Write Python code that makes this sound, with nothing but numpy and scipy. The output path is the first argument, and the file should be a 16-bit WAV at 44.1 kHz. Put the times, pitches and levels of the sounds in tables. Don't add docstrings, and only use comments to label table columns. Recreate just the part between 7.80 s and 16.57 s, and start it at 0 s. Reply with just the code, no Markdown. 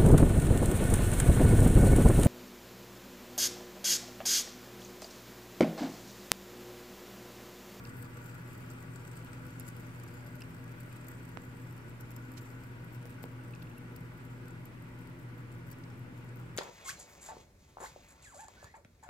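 import sys
import numpy as np
from scipy import signal
from scipy.fft import rfft, irfft, next_fast_len
from scipy.io import wavfile

SR = 44100
rng = np.random.default_rng(int(sys.argv[2]) if len(sys.argv) > 2 else 0)


def how_loud(loudness_db):
    steps = np.asarray(loudness_db, float) / 20
    return 10 ** steps


def to_wav(sig):
    pcm = np.clip(np.atleast_2d(sig), -1, 1) * 32767
    pcm = np.round(pcm).astype(np.int16)
    wavfile.write(sys.argv[1], SR, pcm.T)


N = 386757
LEFT_RIGHT = np.array([[1], [-1]])


def rms_one(x):
    return x / np.sqrt(np.mean(x ** 2) + 1e-20)


def at_hz(points, hz):
    table_hz, value = np.array(points).T
    return np.interp(np.log(hz), np.log(table_hz), value)


def drift(rate_hz):
    step = 40
    pole = np.exp(-2 * np.pi * rate_hz * step / SR)
    slow = signal.lfilter([1], [1, -2 * pole, pole ** 2], rng.standard_normal(N // step + 2002))
    slow = slow[2000:]
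    return np.interp(np.arange(N) / step, np.arange(len(slow)), rms_one(slow - slow.mean()))


# (frequency [Hz], density [dB per Hz])
AIR_SPECTRUM = [(18, -25), (64, -13.5), (94, -9), (126, -3), (204, -13.5), (267, -10), (538, -21.5),
                (600, -22.5), (744, -25.5), (948, -19.5), (1460, -27.5), (2130, -24), (3640, -37.5),
                (6000, -43.5), (15600, -47.5)]
# (frequency [Hz], width [Hz], lift [dB])
STANDING_WAVES = [(51.8, 7.1, 5.5), (84, 3.1, 3.5), (102.4, 11, 6), (127.5, 18.6, 3.5), (163.8, 13, 6.5),
                  (183.6, 7.2, 8), (246, 3, 4.5), (305, 3.9, 2.5), (341, 27, 7), (395, 27, 3),
                  (420, 9.6, 4.5), (454, 24, -8.5), (502, 11, 3.5)]
# (frequency [Hz], left-right likeness [0-1])
COHERENCE = [(25, .86), (60, 1), (300, 0.75), (450, 0.7), (900, 0.46), (2000, 0), (15000, .02)]


def room_air():
    level_db, lag_s = -49.5, 0.00016
    size = next_fast_len(N)
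    hz = np.maximum(np.arange(size // 2 + 1) * SR / size, 1)
    lift_db = sum(db / (1 + (2 * (hz - f) / width) ** 2) for f, width, db in STANDING_WAVES)
    alike = np.clip(at_hz(COHERENCE, hz), 0, 1)
    mid, side = rfft(rng.standard_normal((2, size)))
    pair = np.sqrt(1 + alike) * mid + np.sqrt(1 - alike) * side * LEFT_RIGHT
    pair[1] *= np.exp(-2j * np.pi * hz * lag_s)
    air = irfft(pair * how_loud(at_hz(AIR_SPECTRUM, hz) + lift_db), size)[:, :N]
    return how_loud(level_db) * rms_one(air) * how_loud(0.3 * LEFT_RIGHT)


TONE_HZ = [60, 120, 165.5, 202, 221.5, 240.6, 257.3, 258.4, 276.8, 304.5, 364.7]
# (rms level [dB], waver [dB])
TONE_LEVELS = [(-66, 2.5), (-48.5, .6), (-59, 3), (-70, 3), (-66, 1.5), (-69, 5), (-66, 1.5), (-59, 1.5),
               (-74, .6), (-71, 3), (-70, 2.5)]


def drone():
    t = np.arange(N) / SR
    tones = np.zeros(N)
    for hz, (db, waver_db) in zip(TONE_HZ, TONE_LEVELS):
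        level = how_loud(db + waver_db * drift(2.47))
        turns = hz * t + rng.random() + 0.054 * drift(0.36)
        tones += level * np.sin(2 * np.pi * turns)
    return np.sqrt(2) * tones * how_loud(0.4 * LEFT_RIGHT)


# (start [s], end [s], frequency [Hz], rms level [dB])
WHISTLE_TONES = [
    (4.05, 5.0, 9760, -93),
    (5.2, 6.1, 9390, -91),
    (6.6, 7.55, 9740, -87.5),
    (7.6, 8.77, 9360, -90),
]


def whistles():
    out, t = np.zeros((2, N)), np.arange(N) / SR
    for start, end, hz, db in WHISTLE_TONES:
        fade = np.clip(np.minimum(t - start, end - t) / 0.08, 0, 1)
        phase = 2 * np.pi * np.cumsum(hz + 25 * drift(1.0)) / SR
        out += fade * how_loud(db + 3) * np.sin(phase)
    return out


# (time [s], length [ms], low edge [Hz], high edge [Hz], rms level [dB])
FINGER_RUBS = [(0.0518, 2.0, 3700, 5370, -48), (0.263, 2, 3000, 6000, -61), (1.7968, 3, 9900, 14400, -39),
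               (1.7975, 2.5, 4500, 9560, -53), (2.594, 1.5, 4800, 8000, -60), (2.604, 9, 9000, 11000, -62),
               (2.622, 5, 4800, 5540, -56), (2.6192, 2.5, 3000, 12000, -52), (2.605, 9, 3000, 5500, -60),
               (2.639, 3, 9000, 12000, -59), (3.5727, 0.6, 3000, 9200, -49), (4.568, 31, 1490, 5950, -53.5),
               (4.568, 31, 6000, 14000, -61), (5.2548, 3.0, 2000, 12000, -52.5),
               (5.737, 4, 3300, 4200, -59), (5.750, 3.1, 4200, 9000, -54), (5.757, 5, 3200, 5200, -63),
               (5.819, 12, 3200, 4940, -59.5), (6.16, 3.6, 4300, 5230, -58), (8.036, 2.5, 1200, 5000, -56),
               (8.038, 5, 4000, 5800, -60)]


def rubs():
    pan_db = -6
    out, t = np.zeros((2, N)), np.arange(1500) / SR
    for s, ms, low_hz, high_hz, db in FINGER_RUBS:
        grit = rng.standard_normal((2, len(t))) * rng.exponential(1, len(t))
        stroke = np.sin(np.pi * np.clip(t * 1000 / ms, 0, 1) ** 0.6)
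        band = signal.butter(2, [low_hz, high_hz], "band", fs=SR, output="sos")
        burst = rms_one(signal.sosfilt(band, grit * stroke)) * np.sqrt(np.mean(stroke ** 2))
        i = round(s * SR)
        out[:, i:i + len(t)] += burst * how_loud(db + pan_db / 2 * LEFT_RIGHT)
    return out


# (time [s], length [ms], start frequency [Hz], end frequency [Hz], level [dB])
CASE_SQUEAKS = [(0.052, 7, 2700, 2550, -53), (2.608, 4, 2500, 2700, -52), (2.6115, 4.5, 2700, 3100, -52),
                (2.6193, 7, 2750, 2650, -45.5), (2.6195, 4, 1600, 1600, -50),
                (2.6192, 3.2, 5150, 5200, -45), (2.638, 4.5, 2800, 2900, -54), (5.610, 7, 2680, 2680, -57),
                (5.735, 11, 2650, 2650, -50), (5.757, 6, 2650, 2600, -56), (5.913, 6, 2800, 2800, -58),
                (5.823, 7, 2650, 2650, -55), (5.870, 7, 2700, 2700, -58), (5.975, 10, 2750, 2750, -55)]


def squeaks():
    overtone_db, hard_db, growth = -31, -52, 1.8
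    out = np.zeros((2, N))
    for s, ms, start_hz, end_hz, db in CASE_SQUEAKS:
        i, n = round(s * SR), round(ms * SR / 1000)
        jitter = 0.079 * np.cumsum(rng.standard_normal(n))
        phase = 2 * np.pi * np.cumsum(np.linspace(start_hz, end_hz, n)) / SR + jitter
        gone = np.linspace(0, 1, n)
        shape = np.sin(np.pi * gone ** 0.5)
        octave_db = overtone_db + growth * max(db - hard_db, 0) - 3.5 * LEFT_RIGHT - 26 * gone
        out[:, i:i + n] += how_loud(db) * shape * (np.sin(phase) + how_loud(octave_db) * np.sin(2 * phase))
    return out


# (time [s], port [0 left, 1 right], peak [dB],
# frequency [Hz, sign of the first swing], decay [cycles to die 60 dB])
CASE_TAPS = [
    (3.5724, 1, -16, -2700, 10),
    (3.5735, 1, -32, -380, 4),
    (5.4407, 1, -21, 900, 6),
    (5.4399, 0, -28, 3600, 12),
    (5.4401, 0, -29, -6000, 8),
    (5.4404, 0, -33, -2400, 12),
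    (5.2548, 0, -29, -700, 4),
    (5.2548, 1, -28, -700, 4),
    (5.4550, 1, -30, -800, 5),
]


def taps():
    slowing = 1.64
    out, t = np.zeros((2, N)), np.arange(1500) / SR
    for s, port, db, signed_hz, cycles in CASE_TAPS:
        hz = abs(signed_hz)
        turns = np.log1p(slowing * hz * t) / slowing
        decay = how_loud(db - 60 * t * hz / cycles)
        onset = np.minimum(turns / 0.5, 1)
        i = round(s * SR)
        out[round(port), i:i + len(t)] += np.sign(signed_hz) * decay * onset * np.sin(2 * np.pi * turns)
    return out


def contacts(per_s, spread_db):
    sizes = how_loud(spread_db * np.minimum(rng.exponential(1, N), 4)) * rng.choice([-1, 1], N)
    return rms_one(sizes * (rng.random(N) < per_s / SR))


def heard(near, diffuse, lag_ms, share):
    late = np.interp(np.arange(N) - lag_ms * SR / 1000, np.arange(N), near)
    return np.sqrt(share) * np.array([near, late]) + np.sqrt(1 - share) * diffuse


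def body(force, modes, flicker_db, top_force=None):
    out = 0
    for k, (hz, width_hz, level_db, pan_db) in enumerate(modes):
        pole = np.exp(-np.pi * width_hz / SR)
        coupling = how_loud(flicker_db * (drift(30.0) + 0.5 * drift(1.0)))
        push = (top_force if hz > 10000 else force) * coupling
        gain = (1 - pole ** 2) / 2
        feedback = [1, -2 * pole * np.cos(2 * np.pi * hz / SR), pole ** 2]
        rung = signal.lfilter([gain, 0, -gain], feedback, push)
        out = out + (-1) ** k * rung * how_loud(level_db + pan_db / 2 * LEFT_RIGHT)
    return out


# (frequency [Hz], width [Hz], level [dB], left minus right [dB])
TABLE_MODES = [(474.4, 7, 3, 1.5), (496.7, 10.8, -2, 5.5), (590, 26, -5.5, 5.5), (845, 33, -10.5, -4.5),
               (947, 16.4, -6.5, 2), (1003, 20, -20, -22), (1144, 20, -5.5, -1.5), (1378, 140, -6.5, 1.5),
               (1494, 41, -4, 9), (1639, 60, -8, 1.5), (1950, 99, -9.5, -1), (2423, 470, -16.5, 1)]


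def table_whir(level_db, rattle):
    force = heard(contacts(2500, spread_db=0.5), rng.standard_normal((2, N)), lag_ms=0.22, share=0.33)
    rolling = how_loud(level_db + 22.0 + 0.28 * drift(39.0))
    return body(force * (rolling + how_loud(5.5) * rattle), TABLE_MODES, flicker_db=1.5)


# (frequency [Hz], width [Hz], level [dB], left minus right [dB])
RACE_MODES = [(4670, 380, -7.5, 7), (5370, 35, -5, 14), (5880, 550, -10, 7.5), (7420, 560, -6.5, 11.5),
              (8270, 490, -3.5, 8), (9370, 610, -8.5, 6), (10850, 350, -6, 2), (11450, 500, -8, -1),
              (12460, 340, -7.5, 5), (13260, 260, -1, 1), (14050, 750, -5, 3), (14700, 270, -13, 4),
              (15400, 600, -11, 3)]


def race_roll(level_db, rattle, top_rattle):
    force = heard(contacts(4000, spread_db=3.5), rng.standard_normal((2, N)), lag_ms=0.4, share=0.6)
    rolling = how_loud(level_db + 9.5 + 0.75 * drift(66.0) + 1.1 * drift(6.9))
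    top_force = force * (rolling * how_loud(-0.3) + top_rattle)
    return body(force * (rolling + rattle), RACE_MODES, flicker_db=2.0, top_force=top_force)


# (time [s], level in the lower race modes [dB], level in the top modes
# [dB])
BALL_RATTLES = [(0.0391, -68, -63), (0.052, -68, -61), (0.071, -55, -65), (0.0945, -60, -68),
                (0.1687, -69, -58), (0.1794, -69, -55), (0.1873, -79, -61), (0.1927, -71, -61),
                (0.201, -70, -59), (0.211, -70, -61), (0.2178, -65, -61), (0.225, -52, -48),
                (0.2449, -63, -59), (0.2522, -59, -65), (0.3412, -71, -63), (0.3704, -52.5, -60),
                (0.4163, -68, -61), (0.427, -61, -79), (0.4417, -68, -60), (0.4603, -56, -55),
                (0.4831, -71, -66), (0.4944, -60, -62), (0.55, -59, -64), (0.5782, -68, -64),
                (0.6574, -72, -65), (0.7311, -73, -61), (0.7466, -71, -64), (0.7761, -80, -57),
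                (0.7803, -60, -61), (0.8044, -66, -63), (0.9013, -50.5, -54), (0.9127, -65, -61),
                (0.9338, -68, -66), (1.0047, -63, -66), (1.0258, -59, -64), (1.1366, -67, -68),
                (1.1582, -52.5, -60), (1.195, -61, -68), (1.2041, -63, -68), (1.2499, -55, -64),
                (1.272, -61, -63), (1.277, -57, -62), (1.314, -56, -62), (1.3322, -63, -68),
                (1.3547, -65, -65), (1.3675, -58, -59), (1.3738, -55, -62), (1.3874, -66, -66),
                (1.3914, -70, -64), (1.4469, -63, -60), (1.5313, -52, -61), (1.5394, -64, -70),
                (1.5479, -65, -67), (1.6518, -69, -60), (1.6656, -67, -66), (1.7056, -64, -70),
                (1.8048, -54, -63), (1.8268, -73, -67), (1.8522, -64, -69),
                (1.864, -59, -62), (1.868, -58, -64), (1.8778, -51, -53), (1.8865, -55, -52),
                   (1.8997, -60, -71), (1.9652, -61, -57), (1.9979, -64, -62), (2.0058, -66, -64),
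                   (2.068, -67, -61), (2.1478, -63, -69), (2.1593, -66, -69), (2.1909, -65, -67),
                   (2.1981, -57, -68), (2.2338, -58, -70), (2.2375, -61, -56), (2.278, -59, -68),
                   (2.2847, -64, -72), (2.3388, -58, -61), (2.4064, -58, -75), (2.4622, -62, -69),
                   (2.4661, -67, -71), (2.4712, -69, -70), (2.4748, -65, -67), (2.5537, -60, -55),
                   (2.5625, -69, -63), (2.6056, -66, -57), (2.6923, -81, -67), (2.7453, -58.5, -62),
                   (2.7665, -68, -71), (2.7819, -72, -69), (2.7984, -74, -69), (2.8401, -63, -63),
                   (2.8778, -65, -66), (2.8931, -69, -65), (2.9109, -68, -66), (2.9169, -65, -64),
                   (2.9235, -68, -66), (3, -58, -68), (3.005, -64, -50), (3.0136, -70, -66),
                   (3.0315, -64, -63), (3.0609, -76, -64), (3.1255, -58, -60), (3.1607, -61, -59),
                   (3.1663, -60, -72), (3.2118, -63, -67), (3.2434, -63, -65), (3.268, -58, -59),
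                   (3.2842, -50.5, -46), (3.3004, -70, -64), (3.31, -64, -60), (3.3146, -62, -61),
                   (3.4273, -68, -67), (3.4516, -64, -62), (3.4785, -66, -69), (3.489, -60, -59),
                   (3.6182, -65, -64), (3.6362, -65, -60), (3.6496, -73, -62),
                (3.6673, -71, -66), (3.7687, -64, -69), (3.7984, -72, -69), (3.8097, -73, -81),
                (3.8179, -70, -69), (3.8703, -72, -72), (3.9073, -66, -63), (3.9247, -63, -54),
                (3.9657, -66, -62), (3.9775, -61, -61), (4.0948, -68, -57), (4.2019, -68, -59),
                (4.2086, -55, -49), (4.2178, -68, -64), (4.3059, -60, -57), (4.3153, -62, -55),
                (4.363, -54, -51), (4.5168, -60, -55), (4.5375, -72, -65), (4.5789, -62, -63),
                (4.6155, -62, -60), (4.628, -81, -65), (4.6562, -68, -65), (4.7023, -67, -75),
                (4.8355, -64, -65), (4.8412, -75, -66), (4.8467, -84, -67), (4.8666, -72, -69),
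                (4.9164, -76, -66), (4.9539, -70, -72), (5.0438, -76, -63), (5.1252, -72, -68),
                (5.1334, -72, -65), (5.1456, -60, -56), (5.1563, -77, -68), (5.2162, -69, -75),
                (5.227, -66, -71), (5.2618, -64, -57), (5.2714, -62, -65), (5.2949, -59, -60),
                (5.3043, -59, -70), (5.3112, -72, -63), (5.3248, -63, -71), (5.3316, -70, -70),
                (5.3424, -66, -81), (5.4246, -63, -62), (5.4298, -57, -53), (5.4536, -64, -64),
                (5.5169, -71, -69), (5.6368, -67, -68), (5.6465, -66, -69), (5.6781, -73, -66),
                (5.684, -68, -77), (5.7078, -67, -64), (5.7221, -72, -67), (5.7979, -75, -70),
                (5.8257, -70, -56), (5.898, -68, -66), (5.98, -63, -53),
                (6.0791, -73, -85), (6.1201, -72, -71), (6.162, -57, -51), (6.2063, -67, -63),
                (6.3368, -71, -64), (6.3727, -71, -72), (6.3768, -68, -66), (6.4419, -71, -65),
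                (6.4508, -65, -60), (6.4631, -78, -68), (6.6565, -67, -68), (6.6814, -58, -60),
                (6.7062, -70, -72), (6.8544, -58, -52), (6.8689, -76, -65), (7.0221, -66, -56),
                (7.0379, -76, -71), (7.0869, -75, -71), (7.0912, -74, -79), (7.1875, -67, -62),
                (7.2064, -63, -65), (7.2147, -72, -67), (7.2239, -68, -85), (7.2577, -68, -80),
                (7.2722, -61, -62), (7.2971, -69, -65), (7.3878, -70, -70), (7.3954, -72, -62),
                (7.4287, -71, -65), (7.5782, -70, -65), (7.5922, -72, -66), (7.6053, -69, -71),
                (7.7172, -64, -71), (7.7244, -63, -63), (7.7407, -67, -68), (7.7488, -70, -77),
                (7.7802, -79, -68), (7.8673, -68, -67), (7.8729, -73, -63), (7.8825, -72, -64),
                (7.889, -74, -67), (7.9024, -62, -58), (7.9133, -59, -48), (7.927, -56, -59),
                (7.9852, -67, -62), (8.1013, -60, -70), (8.1766, -89, -71), (8.1929, -73, -59),
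                (8.3674, -73, -77), (8.3761, -72, -63), (8.3867, -73, -74), (8.4425, -72, -64),
                (8.4895, -64, -70), (8.5578, -66, -59), (8.5697, -68, -64), (8.5912, -71, -67),
                (8.5983, -68, -66), (8.6112, -79, -71), (8.7646, -58, -53),
                (1.883, -55, -57), (4.610, -70, -60), (5.4335, -60, -58), (5.437, -54, -51),
                     (7.917, -54, -54), (0.0915, -60, -68), (0.5435, -63, -60)]


def rattles():
    lead_s = 0.001
    rise_ms, t60_ms, low_push_db, top_push_db = 1, 17, 18.5, 21
    events = BALL_RATTLES
    s, low_db, top_db = np.transpose(events)
    starts = np.zeros((2, N))
    at = np.round((s - lead_s) * SR).astype(int)
    starts[:, at] = how_loud(np.array([low_db + low_push_db, top_db + top_push_db]))
    ms = np.arange(1000) * 1000 / SR
    bite = (1 - np.exp(-ms / rise_ms)) * how_loud(-60 * ms / t60_ms)
    return np.maximum(signal.fftconvolve(starts, bite[None], axes=1)[:, :N], 0)


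def scene():
    t = np.arange(N) / SR
    rattle, top_rattle = rattles()
    background = room_air() + drone()
    recorder = whistles() + rubs() + squeaks() + taps()
    table = table_whir(-55.5 - 0.54 * t, rattle)
    race = race_roll(-63.5 - 1.4 * t, rattle, top_rattle)
    return background + recorder + table + race


def roll_off(x):
    return signal.sosfilt(signal.butter(12, 15740, fs=SR, output="sos"), x)


def record(dry):
    low_pass = signal.ellip(10, 0.5, 60, 15750, fs=SR, output="sos")
    mix = signal.sosfilt(low_pass, dry) - 0.0006
    return roll_off(mix)


dry = scene()
out = record(dry)
to_wav(out)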